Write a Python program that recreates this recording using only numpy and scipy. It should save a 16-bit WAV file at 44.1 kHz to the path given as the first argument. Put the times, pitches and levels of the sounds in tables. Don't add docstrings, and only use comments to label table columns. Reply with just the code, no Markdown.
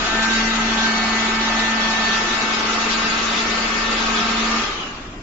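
import sys
import numpy as np
from scipy import signal
from scipy.fft import rfft, irfft
from scipy.io import wavfile
from scipy.ndimage import map_coordinates

SR = 44100
rng = np.random.default_rng(int(sys.argv[2]) if len(sys.argv) > 2 else 0)


def to_wav(s):
    ch = np.atleast_2d(s).T
    pcm = np.round(np.clip(ch, -1, 1) * 32767)
    wavfile.write(sys.argv[1], SR, pcm.astype(np.int16))


N = 230334
TIME = np.arange(N) / SR
FREQ = np.maximum(np.arange(N // 2 + 1) * SR / N, 1)
SIDES = np.array([[1], [-1]])
OFF_S = 4.574
TOP_HZ = 7550


# middle_s, length_s, lift_db
FLARES = [(0.24, 0.025, 3), (0.408, 0.17, 2), (0.843, 0.054, 1), (2.15, 0.051, 2.5), (2.942, 0.089, 2),
          (3.354, 0.11, 1)]

def fountain(sputter_db=0.42, sputter_hz=11):
    height = phone_height()
    roar, hiss = np.sqrt(1 - height) * airstream(0) + np.sqrt(height) * airstream(1)
    roar = shimmer(roar, depth=.33, longest_s=.009)
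    hiss = flicker(shimmer(hiss, depth=.45, longest_s=.007))
    feed_db = sputter_db * walk(sputter_hz)
    feed_db += sum(db * bump(at_s, length_s) for at_s, length_s, db in FLARES)
    hiss_gain = flow(facing_db=-25, raised_db=-24.5, fall_db_per_s=37.3) * undb(feed_db)
    return lingering(coasting(roar)) + coasting(hiss) * hiss_gain


# pitch_hz, relative_level_db
RUSH_COLOUR = [(120, -23), (190, -2), (260, -4), (450, -7), (520, -7), (700, -3), (1020, -3.5), (1450, 0.5),
               (1680, 0), (2300, -3.5), (4100, -2.5), (4900, -5), (6300, -8), (7200, -8.5), (7500, -20)]
# pitch_hz, width_hz, facing_lift_db, raised_lift_db
DUCT_PEAKS = [(315, 32, 2, 5.5), (354, 130, 2.5, -1), (417, 82, 3.5, 8.5), (704.4, 13, 5, 7.5),
              (752, 28, 4, 0), (859, 65, 4, 1), (1127, 110, 5.5, 6.5), (1202, 35, 0, 3.5), (1335, 55, 3, 7),
              (1650, 21, -4, -1), (2170, 26, 4, 0), (2520, 570, 4, 4.5), (3460, 150, 3.5, 3),
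              (3820, 110, 4.5, 2.5), (5130, 120, 1, 0.5)]
# pitch_hz, width_hz, facing_lift_db, raised_lift_db
ECHO_DIPS = [(506, 73, -2.5, 2.5), (1003, 73, -0.5, -1), (1480, 51, -3, -2.5), (1655, 65, -5, -3.5),
             (1900, 110, -3.5, -4.5), (2100, 71, -3.5, 1.5), (2333, 97, -4, -6), (4160, 140, -0.5, -1.5),
             (4760, 270, -2.5, 0)]

def airstream(height, split_hz=2100, spark_db=-8):
    lift_db = lift_of(DUCT_PEAKS, height) + lift_of(ECHO_DIPS, height)
    colour = undb(over_freq(RUSH_COLOUR) + lift_db) * reflections() * (FREQ < TOP_HZ)
    treble = 1 / (1 + (split_hz / FREQ) ** 6)
    roar = stereo_noise(height) * colour * np.sqrt(1 - treble)
    hiss = (stereo_noise(height) + undb(spark_db) * sparks()) * colour * np.sqrt(treble)
    return np.array([unit(irfft(roar, N)), unit(irfft(hiss, N))])


def sparks(per_second=2500, spread_db=3):
    lit = rng.random((2, N)) < per_second / SR
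    size = undb(spread_db * np.minimum(rng.exponential(size=(2, N)), 4))
    return rfft(unit(lit * size * rng.choice([-1, 1], (2, N))))


def reflections(count=6, strength=.07, shortest_s=.003, longest_s=.011, above_hz=1700):
    delays_s = rng.uniform(shortest_s, longest_s, (count, 2, 1))
    echoes = sum(np.exp(-2j * np.pi * FREQ * delay) for delay in delays_s)
    return 1 + strength * echoes * FREQ ** 2 / (FREQ ** 2 + above_hz ** 2)


def shimmer(pair, depth, longest_s, change_hz=12, count=16):
    lags = np.linspace(longest_s / count, longest_s, count) * rng.uniform(.9, 1.1, count) * SR
    sheen = sum(walk(change_hz) * np.roll(pair, int(lag), axis=1) for lag in lags)
    return unit(pair + depth * sheen / np.sqrt(count))


def flicker(pair, depth_db=3.5, rate_hz=22):
    centres_hz = np.linspace(2900, TOP_HZ, 11)
    spectrum = rfft(pair)
    masks = [np.interp(FREQ, centres_hz, row) for row in np.eye(len(centres_hz))]
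    steady, *bands = [irfft(spectrum * mask, N) for mask in masks]
    flickering = sum(band * unit(undb(depth_db * np.minimum(walk(rate_hz), 1))) for band in bands)
    return unit(steady + flickering)


def coasting(pair, sag_per_s=0.13):
    place = np.cumsum(1 - sag_per_s * since_off()) - 1
    return np.array([map_coordinates(side, [place], mode="mirror") for side in pair])


def lingering(roar, bass_hz=450, facing_db=-24, raised_db=-23.5):
    bass = irfft(rfft(roar) / (1 + (FREQ / bass_hz) ** 10), N)
    upper = (roar - bass) * flow(facing_db, raised_db, fall_db_per_s=28.4)
    return upper + bass * flow(facing_db, raised_db, fall_db_per_s=16.5)


def flow(facing_db, raised_db, fall_db_per_s):
    return undb(by_height(facing_db, raised_db) - fall_db_per_s * since_off())


# time_s, speed_hz
SHAFT_SPEED = [(0.3, 224.1), (0.68, 224.7), (0.92, 222.9), (2.05, 222.9), (2.3, 221.4), (2.7, 222.4),
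               (3.05, 224.9), (3.8, 225.2), (4.55, 225.1)]
# multiple, facing_level_db, raised_level_db, left_minus_right_db, left_lead_rad
WHINE_TONES = [(3, -45.5, -48, 3.5, 0.5), (4, -34.5, -38.5, -3.5, -0.15), (5, -39.5, -41.5, 1, 3.5),
               (6, -51, -47, -2.5, -2.5), (7, -34, -36.5, 0.5, -1.25), (8, -33.5, -35.5, 3, 1.25),
               (9, -36.5, -37.5, 5, -1.2), (10, -38, -39.5, 11, -0.1), (11, -44.5, -44, 2.5, 3),
               (12, -42.5, -41, 10, 0.5), (16, -60, -45, 4.5, -3), (20, -45, -42, 5.5, -0.1)]

def blower(wobble=0.00063, wobble_hz=20, waver_db=1, waver_hz=13):
    start_short_hz, start_short_db, settle_s = 5.9, 8, .13
    hum_hold_s, hum_fade_s, whine_fade_s = .022, .026, .12
    starting = np.exp(-TIME / settle_s)
    shaft_hz = (curves(SHAFT_SPEED)[0] - start_short_hz * starting) * (1 + wobble * walk(wobble_hz))
    phase = 2 * np.pi * np.cumsum(shaft_hz) / SR
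    hum_db = by_height(-27, -32) + standing_waves(multiple=1)[0]
    hum = unit(np.sin(phase)) * undb(hum_db)
    whine = 0
    for multiple, facing_db, raised_db, pan_db, lead_rad in WHINE_TONES:
        lift_db, left_db = standing_waves(multiple)
        level_db = by_height(facing_db, raised_db) + lift_db + waver_db * walk(waver_hz)
        whine += whine_tone(phase, multiple, pan_db + left_db, lead_rad) * undb(level_db)
    hum *= np.exp(-np.maximum(since_off() - hum_hold_s, 0) / hum_fade_s)
    whine *= np.exp(-since_off() / whine_fade_s)
    return (hum + whine) * undb(-start_short_db * starting)


def whine_tone(phase, multiple, pan_db, lead_rad, flutter_hz=16):
    scatter, drift_hz = multiple / 60, 1.2 * np.sqrt(multiple)
    path = (1 + scatter * swirl(drift_hz)) * undb(SIDES * pan_db / 2)
    path /= np.sqrt(np.mean(np.abs(path) ** 2, axis=0))
    side_phase = SIDES * (lead_rad + by_height(0.18, 1) * walk(4.6)) / 2
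    tone = np.exp(1j * (multiple * phase + 2 * np.pi * rng.random() + side_phase))
    flutter = 1 + (.08 + multiple / 90) * swirl(flutter_hz)
    return unit(np.real(path * flutter * tone))


# middle_s, multiple, length_s, lift_db, shift_left_db
TONE_SWELLS = [(.04, 7, .12, 6, 0), (.08, 1, .1, -4.5, 0), (.12, 3, .25, 13, 0), (0.167, 8, .27, 8, 5),
               (.25, 4, 0.22, 3.5, 2.5), (.3, 7, .33, 11, -2), (0.404, 10, 0.44, -14, -7.5),
               (0.45, 20, 0.24, 11, 2), (0.444, 9, 0.2, 5.5, 9), (0.524, 1, 0.71, 2, 0),
               (.6, 4, .25, -3.5, 3), (.66, 7, .14, 3, -3.5), (.85, 7, .15, 10, -1.5),
               (.91, 10, .14, 4, -4), (.95, 20, .24, 13, 1.5), (.96, 8, .1, 4, 0),
               (1.076, 7, .27, 0.5, -18), (1.16, 10, 0.44, 6, -8), (1.16, 20, .12, 6, 0),
               (1.2, 9, .25, 4.5, 7), (1.34, 8, 0.23, -1.5, -19), (1.53, 20, 0.17, 8.5, 2),
               (1.68, 8, .8, 7, -5.5), (1.65, 9, .27, 5, 5), (1.83, 20, .12, 6, -2),
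               (2.08, 20, 0.14, 11.5, 5.5), (2.14, 8, 0.4, 5, -2.5), (2.3, 5, 0.68, 3.5, 13),
               (2.33, 20, .22, -4, 0), (2.38, 1, 0.6, -4.5, 0), (2.48, 10, 0.2, 7, 4.5),
               (2.66, 8, 0.11, -13, -13), (2.8, 20, 0.15, 5, -0.5), (2.83, 8, 0.12, 5, 3.5),
               (3.07, 7, .25, 6, 2), (3.253, 5, .45, 6.5, -10.5), (3.78, 8, 0.2, 6.5, 3.5),
               (4.13, 9, .2, -10, 6), (4.12, 7, 0.3, 4, 7), (4.25, 20, .3, 3, -7), (4.45, 8, .3, 1, -16),
               (4.485, 1, 1, 4, 0), (4.52, 7, .2, -4, 0)]

def standing_waves(multiple):
    lift_db, left_db = np.zeros((2, N))
    for at_s, tone_multiple, length_s, lift, left in TONE_SWELLS:
        if tone_multiple == multiple:
            swell = bump(at_s, length_s)
            lift_db += lift * swell
            left_db += left * swell
    return lift_db, left_db


# time_s, pitch_hz, level_db
NOZZLE_NOTE = [(0, 1254, -35), (.35, 1302, -32.5), (.8, 1278, -35), (1.3, 1273, -33), (2.2, 1256, -37.5),
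               (2.85, 1239, -33.5), (3.3, 1285, -35.5), (3.9, 1266, -40.5), (4.1, 1266, -28.5),
               (4.32, 1272, -33.5), (4.45, 1205, -31.5), (4.6, 1217, -27.5)]

def nozzle(fall_db_per_s=58):
    hz, level_db = curves(NOZZLE_NOTE)
    hollow = coasting(ringing(hz, width_hz=50, side_db=-13.5))
    return hollow * undb(level_db - fall_db_per_s * since_off())


# time_s, pitch_hz, level_db
WHISTLE_SLIDE = [(4.45, 3570, -76), (4.57, 3260, -47), (4.68, 3180, -43), (4.8, 3020, -33.5),
                 (4.87, 2885, -35), (4.95, 2790, -45), (5.22, 2670, -65)]

def dying_whistle():
    hz, level_db = curves(WHISTLE_SLIDE)
    return ringing(hz, width_hz=200, side_db=3) * undb(level_db)


# middle_s, length_s, level_db
JET_SPITS = [(0.234, 0.018, -30), (1.43, 0.021, -42), (2.25, .025, -41)]

def spits(low_hz=4500):
    pops = sparks(per_second=610, spread_db=-1)
    crackle = unit(irfft(pops * (FREQ > low_hz) * (FREQ < TOP_HZ), N))
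    return crackle * sum(undb(db) * bump(at_s, length_s) for at_s, length_s, db in JET_SPITS)


# pitch_hz, relative_level_db
ROOM_COLOUR = [(10, -9), (22, 4.5), (30, -14.5), (42, -14.5), (62, -0.5), (80, -3.5), (125, -6),
               (200, -8.5), (300, -2.5), (420, -12.5), (1500, -32.5), (2400, -24), (2830, -20), (3400, -44),
               (7500, -25)]
# time_s, level_db
ROOM_RUMBLE = [(0, -35), (2.2, -42.5), (2.9, -45.5), (3.8, -39), (4.4, -38), (5.22, -43)]
# pitch_hz, level_db
ROOM_DRONES = [(48.5, -52), (62, -55), (99.5, -55)]

def room(rush_db=-38.5, rumble_hz=34.8, rumble_width_hz=6, unrest=0.55, waver=0.93, side_db=-24):
    rush = unit(irfft(stereo_noise(1) * undb(over_freq(ROOM_COLOUR)), N)) * undb(rush_db)
    shared, apart = swirl(rumble_width_hz)
    sway = 1 + unrest * shared + SIDES * undb(side_db) * apart
    rumble = unit(np.real(sway * np.exp(2j * np.pi * rumble_hz * TIME)))
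    drones = 0
    for hz, db in ROOM_DRONES:
        swell = 1 + waver * walk(1.7)
        drones += undb(db) * unit(swell * np.sin(2 * np.pi * hz * TIME + walk(3.5)))
    return rush + rumble * undb(curves(ROOM_RUMBLE)[0]) + drones


# pitch_hz, facing_likeness, raised_likeness, left_minus_right_db
MICROPHONES = [(60, .97, .97, 0), (230, .995, .995, 0), (370, .975, .975, 0), (450, .86, .86, .4),
               (530, .62, .6, 0), (700, .76, .3, -1), (930, .7, .36, -.7), (1060, -.08, .16, .6),
               (1350, .18, .27, 2), (1750, -.05, -.2, 2), (2500, .17, .17, 4.5), (3150, .05, .22, 3),
               (3600, -.58, .47, .8), (4200, -.28, .08, 2), (6000, -.1, -.06, 1.4)]

def stereo_noise(height):
    hz, facing, raised, pan_db = np.transpose(MICROPHONES)
    alike = over_freq(np.c_[hz, raised if height else facing])
    mid, side = rfft(rng.standard_normal((2, N)))
    pair = mid * np.sqrt((1 + alike) / 2) + SIDES * side * np.sqrt((1 - alike) / 2)
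    return pair * undb(SIDES * over_freq(np.c_[hz, pan_db]) / 2)


# time_s, height (0 to 1)
PHONE_PATH = [(0, 0.016), (1.6, 0.076), (2.4, 0.55), (3.2, 1), (4.3, 0.88), (5.2, 0.12)]

def phone_height():
    return np.clip(curves(PHONE_PATH)[0], 0, 1)


def by_height(facing, raised):
    return facing + (raised - facing) * phone_height()


def since_off():
    return np.maximum(TIME - OFF_S, 0)


def ringing(hz, width_hz, side_db):
    shared, apart = swirl(width_hz)
    tone = np.exp(2j * np.pi * np.cumsum(hz) / SR)
    return unit(np.real((shared + SIDES * undb(side_db) * apart) * tone))


def lift_of(table, height):
    return sum(lifts[height] / (1 + (2 * (FREQ - hz) / width) ** 2) for hz, width, *lifts in table)


def walk(rate_hz):
    steps = rng.standard_normal(2048)
    hz = np.arange(len(steps) // 2 + 1) * SR / N
    slow = irfft(rfft(steps) * np.exp(-(hz / rate_hz) ** 2) * (hz > 0))
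    return np.interp(TIME, np.linspace(0, N / SR, len(slow)), unit(slow))


def swirl(rate_hz):
    return np.array([unit(walk(rate_hz) + 1j * walk(rate_hz)) for _ in range(2)])


def bump(at_s, length_s):
    return 0.5 ** ((2 * (TIME - at_s) / length_s) ** 2)


def curves(table):
    times_s, *columns = np.transpose(table)
    return [np.interp(TIME, times_s, column) for column in columns]


def over_freq(points):
    hz, value = np.transpose(points)
    return np.interp(np.log(FREQ), np.log(hz), value)


def undb(db):
    return 10 ** (np.asarray(db) / 20)


def unit(x):
    return x / np.sqrt(np.mean(np.abs(x) ** 2))


def scene():
    return fountain() + blower() + nozzle() + dying_whistle() + spits() + room()


def record(dry):
    return signal.sosfiltfilt(signal.ellip(12, .05, 60, TOP_HZ, fs=SR, output="sos"), dry)


dry = scene()
out = record(dry)
to_wav(out)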